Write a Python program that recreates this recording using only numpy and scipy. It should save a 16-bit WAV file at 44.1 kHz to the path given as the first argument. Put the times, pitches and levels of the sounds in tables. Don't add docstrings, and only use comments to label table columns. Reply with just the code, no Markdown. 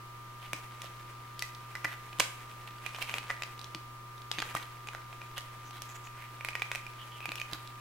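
import sys
import numpy as np
from scipy import signal
from scipy.fft import rfft, irfft
from scipy.io import wavfile
from scipy.ndimage import uniform_filter1d

SR = 44100
rng = np.random.default_rng(int(sys.argv[2]) if len(sys.argv) > 2 else 0)


def digitize_waveform(pressure):
    field = np.atleast_2d(pressure).T
    bounded = np.clip(field, -1, 1)
    quanta = np.round(bounded * 32767).astype(np.int16)
    wavfile.write(sys.argv[1], SR, quanta)


def invert_db(level):
    return 10 ** (np.asarray(level, dtype=float) / 20)


N = 344332

# t/s, thump relative to patch/dB, air pocket ring/dB,
# cycles until a patch dies to about a third
GRIP = [(.5, -4, -4, 0.94), (1.4, -47, -7, 0.95), (1.8, -10.5, -6, 1.7), (2.2, -4, -12, 1.2),
        (2.9, -9, 3.5, 1.5), (3.5, -12, -15, 0.71), (4.4, -11.5, -0.5, 0.77), (4.55, -7, -3.5, 1.9),
        (5.4, -2, 0, 0.35), (5.9, -3, -5, 1.4), (6.5, -10, 0.5, 3.5), (7.3, -6.5, 5, 2.2),
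        (7.55, -28, -11.5, 0.44)]


def evened(x):
    return x / np.sqrt(np.mean(x ** 2) + 1e-20)


def read(points, hz):
    f, value = np.transpose(points)
    return np.interp(np.log(hz + 1), np.log(f + 1), value)


def add(mix, s, sound):
    part = mix[:, round(s * SR):][:, :sound.shape[1]]
    part += sound[:, :part.shape[1]]


def band(x, lo_hz, hi_hz):
    limits = [lo_hz, min(hi_hz, SR * .45)]
    return signal.sosfilt(signal.butter(2, limits, "bandpass", fs=SR, output="sos"), x)


def noise(shape_db, same):
    hz = np.fft.rfftfreq(N, 1 / SR)
    left, other = rfft(rng.standard_normal((2, N)))
    alike = np.clip(read(same, hz), 0, 1)
    right = alike * left + np.sqrt(1 - alike ** 2) * other
    return evened(irfft(np.array([left, right]) * invert_db(read(shape_db, hz)), N))


def panned(x, db):
    return x * invert_db(np.outer([.5, -.5], db))


def air():
    # f/Hz, relative level per Hz/dB
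    colour = [(27, 5), (42, 0), (150, -4), (330, -3), (600, -5.5), (1200, -2), (2200, -5.5), (4000, -12),
              (8000, -18.5), (16000, -19)]
    # f/Hz, likeness (0 to 1)
    same = [(60, 0.79), (1000, 0.011), (3000, 0)]
    return invert_db(-53) * noise(colour, same)


def hum():
    # multiple, rms level before panning/dB, left-right step/dB, lead of left/rad
    tones = [(1, -52.5, -0.8, 0.07), (3, -68.5, -5.5, 0.46), (8, -62.5, -4, -0.6), (9, -71, 20.5, -2),
             (10, -52, -0.5, 0.18), (11, -62, 5, 1.26)]
    turn = 2 * np.pi * 120.028 * np.arange(N) / SR
    total = np.zeros((2, N))
    for multiple, db, pan_db, lead in tones:
        phase = np.array([[lead], [0]]) + rng.uniform(0, 2 * np.pi)
        total += panned(np.sqrt(2) * invert_db(db) * np.cos(multiple * turn + phase), pan_db)
    return total


def low_thumps():
    # t/s, strength/dB
    thumps = [(0.53, -42.5), (1.845, -43.5), (2.192, -39), (3.748, -42), (4.383, -39), (4.546, -41.5),
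              (7.282, -43.5), (7.526, -42)]
    # f/Hz, relative level/dB, time to fall by 60 dB/s
    tones = [(156, 14, 0.028), (267, 0, 0.074), (316.4, 4.5, 0.083)]
    t = np.arange(SR // 2) / SR
    pulses = np.zeros(N)
    for s, db in thumps:
        pulses[round(s * SR)] = invert_db(db)
    body = sum(invert_db(db - 60 * t / t60) * np.sin(2 * np.pi * hz * t) for hz, db, t60 in tones)
    soft_start = 1 - np.exp(-t / 0.0047)
    return signal.oaconvolve(pulses, body * soft_start)[:N]


def rustle(ticks_per_s=150, spread_db=3.5, tick_db=-2):
    # t/s, level before the ticks are added/dB
    s, level_db = np.transpose([(0, -97), (0.39, -66), (0.429, -57.5), (1.3, -62.5), (2.801, -57),
                                (3.1, -50.5), (3.7, -62), (3.85, -79), (4.28, -90), (4.45, -48.5),
                                (4.75, -62.5), (6.35, -61.5), (6.601, -60), (7.349, -60), (7.8, -59.5)])
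    # f/Hz, relative level per Hz/dB
    colour = [(300, -7.5), (800, -4), (2400, -2), (4500, -15.5), (8000, -14), (16000, -21.5)]
    tick_sizes = invert_db(spread_db * np.minimum(rng.exponential(1, N), 3))
    ticks = (rng.random(N) < ticks_per_s / SR) * tick_sizes
    ticks = evened(band(ticks, 870, 3460))
    lumps_db = 3.8 * evened(uniform_filter1d(rng.standard_normal(N), size=1500))
    wash = noise(colour, [(500, 0.99), (4000, 0.056)]) * invert_db(lumps_db)
    level = invert_db(np.interp(np.arange(N) / SR, s, level_db))
    return level * (wash + invert_db(tick_db) * ticks)


def room(x):
    # f/Hz, time to fall by 60 dB/s
    decay = [(300, 0.41), (2000, 0.49), (6000, 0.37), (15000, 0.57)]
    taps = np.zeros((2, SR // 2))
    starts = np.arange(200, SR // 2 - 20, 20)
    at = starts + rng.integers(0, 20, (2, len(starts)))
    np.put_along_axis(taps, at, rng.choice([-1., 1.], at.shape), 1)
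    hz, t, z = signal.stft(taps, SR, nperseg=256)
    fading = z * invert_db(-60 * t / read(decay, hz)[:, None])
    tail = signal.istft(fading, SR, nperseg=256)[1]
    tail = tail / np.linalg.norm(tail[0])
    return signal.fftconvolve(x.mean(0)[None], tail, axes=1)[:, :N]


def slide(length, level_db, hz, hiss_db, slips_per_cycle=.3, spread_db=5):
    n = round(length * SR)
    sizes = invert_db(spread_db * np.minimum(rng.exponential(1, (3, n)), 3))
    slips = (rng.random((3, n)) < slips_per_cycle * hz / SR) * sizes
    slips = (slips[0] + .7 * slips[1:]) * rng.choice([-1, 1], n)
    slips = slips + .15 * rng.standard_normal((2, n))
    slips = np.pad(slips * signal.windows.tukey(n, .5), ((0, 0), (0, 1500)))
    wide = 1 + 1700 * invert_db(hiss_db) / hz
    whistle = evened(band(slips, hz / wide, hz * wide))
    scrape = 2.97 * evened(band(slips, 720, 2670)) + evened(band(slips, 8100, 13900))
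    make_up = np.sqrt(slips.shape[1] / n)
    return invert_db(level_db) * (whistle + invert_db(hiss_db) * scrape) * make_up


def slides():
    # t/s, length/s, rms level of the whistle before panning/dB, whistle f/Hz
    strokes = [(0.406, 0.073, -61.5, 2520), (0.824, 0.063, -62, 2760), (1.864, 0.092, -60, 1940),
               (2.671, 0.013, -61.5, 2220), (2.844, 0.034, -56, 2570), (3.01, 0.02, -48.5, 2550),
               (3.063, 0.044, -54, 2440), (3.109, 0.011, -59, 2400), (4.327, 0.065, -56.5, 2290),
               (4.486, 0.018, -62, 2210), (4.561, 0.011, -53.5, 2020), (4.581, 0.02, -65, 2020),
               (4.624, 0.011, -60.5, 3430), (5.361, 0.032, -50, 2930), (5.64, 0.07, -66, 6300),
               (5.72, 0.08, -60.5, 3120), (5.877, 0.06, -61, 6760), (5.942, 0.03, -61, 7050),
               (6.031, 0.052, -65, 6750), (6.162, 0.12, -60, 2020), (6.762, 0.048, -59, 2220),
               (6.976, 0.068, -56, 3070), (7.105, 0.093, -59, 3060), (7.198, 0.06, -54, 2500),
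               (7.375, 0.011, -55, 2700), (7.505, 0.064, -59, 3480)]
    held_s, _, ring_db, _ = np.transpose(GRIP)
    total = np.zeros((2, N))
    for s, length, db, hz in strokes:
        hiss_db = -13.5 - 1.33 * np.interp(s, held_s, ring_db)
        add(total, s, slide(length, db, hz, hiss_db))
    return total


def ring(hz, near=.11):
    # f/Hz, relative level/dB, time to fall by 60 dB/s
    pockets = [(1940, -3.5, 0.043), (2426, -15.5, 0.037), (3600, -10, 0.0055)]
    t = np.arange(3000) / SR
    total = np.zeros(len(t))
    for _ in range(2):
        for f, db, t60 in pockets:
            closeness = np.exp(-(np.log(f / hz) / near) ** 2)
            tone = np.sin(2 * np.pi * f * rng.uniform(.96, 1.04) * t)
            total += invert_db(db - 60 * t / t60) * closeness * tone
    return total


def snap(peak_db, hz, thump_db, crack_db, ring_db, cycles):
    t = np.arange(3000) / SR
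    rise = 1 - np.exp(-t / .00013)
    burst = rng.standard_normal((3, len(t))) * rise
    flex = np.exp(-t * hz / max(cycles, .3)) * np.sin(2 * np.pi * hz * t)
    patch = -rise * (flex + invert_db(ring_db) * ring(hz))
    patch = patch + min(hz / 5000, .5) * band(burst[0] * np.exp(-t / 0.00068), 2830, 6330)
    strength = np.linalg.norm(patch[:150])
    thump = -band(1. * (t == 0), 510, 1900)
    crack = band((burst[0] + burst[1:]) * np.exp(-t / 0.0009), 1600, 12400)
    sound = patch + strength * invert_db(thump_db) * thump / np.linalg.norm(thump)
    sound = sound + strength * invert_db(crack_db) * crack / np.linalg.norm(crack[0])
    jumps = rng.standard_normal((2, len(t))) * rng.exponential(1, len(t)) ** 2
    crackle = band(jumps * rise * np.exp(-t / 0.038), 660, 6600)
    sound = sound + strength * invert_db(crack_db - 2.0) * crackle / np.linalg.norm(crackle[0])
    late = round(rng.uniform(0.0015, 0.002535) * SR)
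    sound[:, late:] += 0.39 * sound[::-1, :-late]
    return invert_db(peak_db) * sound / abs(patch).max()


def scattered(sound):
    t = np.arange(256) / SR
    swarm = band(rng.standard_normal(len(t)) * np.exp(-t / 0.00046), 2760, SR)
    swarm = invert_db(-6.5) * np.outer([1, -1], swarm / np.linalg.norm(swarm))
    return sound + signal.fftconvolve(sound, swarm, axes=1)[:, :sound.shape[1]]


def snaps():
    # t/s, patch peak before scatter and panning/dB, patch f/Hz, crack relative to patch/dB
    creases = [(0.5325, -23, 2350, -7), (0.8187, -26.5, 3520, -6), (0.844, -37.5, 714, -17),
               (1.393, -32, 3280, 3.5), (1.423, -18.5, 2215, -7.5), (1.549, -35, 4270, -14),
               (1.753, -26, 1760, -11), (1.76, -34, 1950, -26), (1.8478, -20, 1730, -13),
               (1.845, -22.5, 2330, -14), (1.8535, -21.5, 1860, -20), (2.13, -35, 2500, -16),
               (2.187, -35, 2900, -3), (2.195, -30, 4000, -11), (2.198, -17.5, 5270, 0),
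               (2.199, -12.5, 7200, -7), (2.203, -14, 2580, -4), (2.2048, -28, 2430, -24),
               (2.8632, -26, 2350, -12), (2.947, -29.5, 2780, -28), (2.962, -33, 3000, -28),
               (2.986, -33, 1020, -12), (3.0245, -24.5, 2620, -5.5), (3.095, -25.5, 2470, -21),
               (3.1404, -18, 2500, -19), (3.1832, -21, 2820, -12), (3.2989, -27.5, 1780, -38),
               (3.303, -20, 1780, -25), (3.31, -26, 1890, -25), (3.422, -24, 2410, -15),
               (3.4347, -24.5, 2730, -14), (3.593, -33, 3600, -10), (3.6144, -33, 3460, -9),
               (3.6434, -29.5, 3530, -16), (3.7479, -23, 2880, -22), (4.18, -41, 3700, -16),
               (4.219, -38, 3700, -14), (4.315, -18, 3320, -11), (4.3856, -20, 2250, -11.5),
               (4.391, -23, 3220, -19), (4.402, -21.5, 2820, -15), (4.4201, -22, 3000, -22),
               (4.4244, -22, 1520, -15), (4.5507, -21.5, 1190, -11), (4.572, -32, 1990, -5.5),
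               (4.8723, -34.5, 2380, -3), (4.8868, -27, 2630, -30), (4.9337, -35, 1480, -11),
               (4.949, -28, 1590, -14), (5.1287, -37, 2450, -25), (5.2163, -35, 2410, -24),
               (5.38, -33.5, 1950, -1), (5.709, -38.5, 2870, -9), (5.82, -32.5, 3300, 2),
               (6.072, -38.5, 2600, -22), (6.4093, -30.5, 2320, -29), (6.4481, -23.5, 2260, -8.5),
               (6.4868, -21.5, 2270, -14.5), (6.5322, -34, 2400, -25), (6.5533, -21, 2230, -13.5),
               (6.5963, -33, 2290, -10), (6.6204, -17.5, 2320, -15), (6.716, -21, 2260, -9.5),
               (6.75, -25, 2270, -10.5), (6.7569, -25, 2420, -10), (6.8659, -33, 2480, -13),
               (7.205, -33, 2530, -21), (7.2563, -26, 2420, -11.5), (7.291, -24.5, 2670, -21),
               (7.3185, -25, 2500, -10), (7.3557, -28.5, 2780, -4.5), (7.3993, -29, 2420, -8),
               (7.4153, -24, 2530, -17), (7.533, -22.5, 3600, -9), (7.675, -34, 3220, -12)]
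    held_s, thump_db, ring_db, cycles = np.transpose(GRIP)
    total = np.zeros((2, N))
    for s, db, hz, crack_db in creases:
        push_db = np.interp(s, held_s, thump_db) + rng.normal(0, 1.5)
        pocket_db = np.interp(s, held_s, ring_db)
        lasting = np.interp(s, held_s, cycles)
        add(total, s, scattered(snap(db, hz, push_db, crack_db, pocket_db, lasting)))
    return total


def scene():
    # t/s, left-right step/dB
    lean = [(.5, -1), (.8, -6), (1.4, 1), (2.9, -7), (3.4, 1), (4.4, -1.5), (6.4, -2.5), (7.8, -1.5)]
    lean_db = np.interp(np.arange(N) / SR, *np.transpose(lean))
    paper = panned(slides() + snaps(), lean_db)
    echo = invert_db(-6.5) * room(paper)
    return air() + hum() + low_thumps() + rustle() + echo + paper


def top_cut(x):
    return signal.sosfilt(signal.butter(12, 16860, fs=SR, output="sos"), x)


def record(dry):
    edge = signal.firwin(255, 16000, window=("kaiser", 5), fs=SR)
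    mix = signal.oaconvolve(dry, edge[None], "same")
    return top_cut(mix)


dry = scene()
out = record(dry)
digitize_waveform(out)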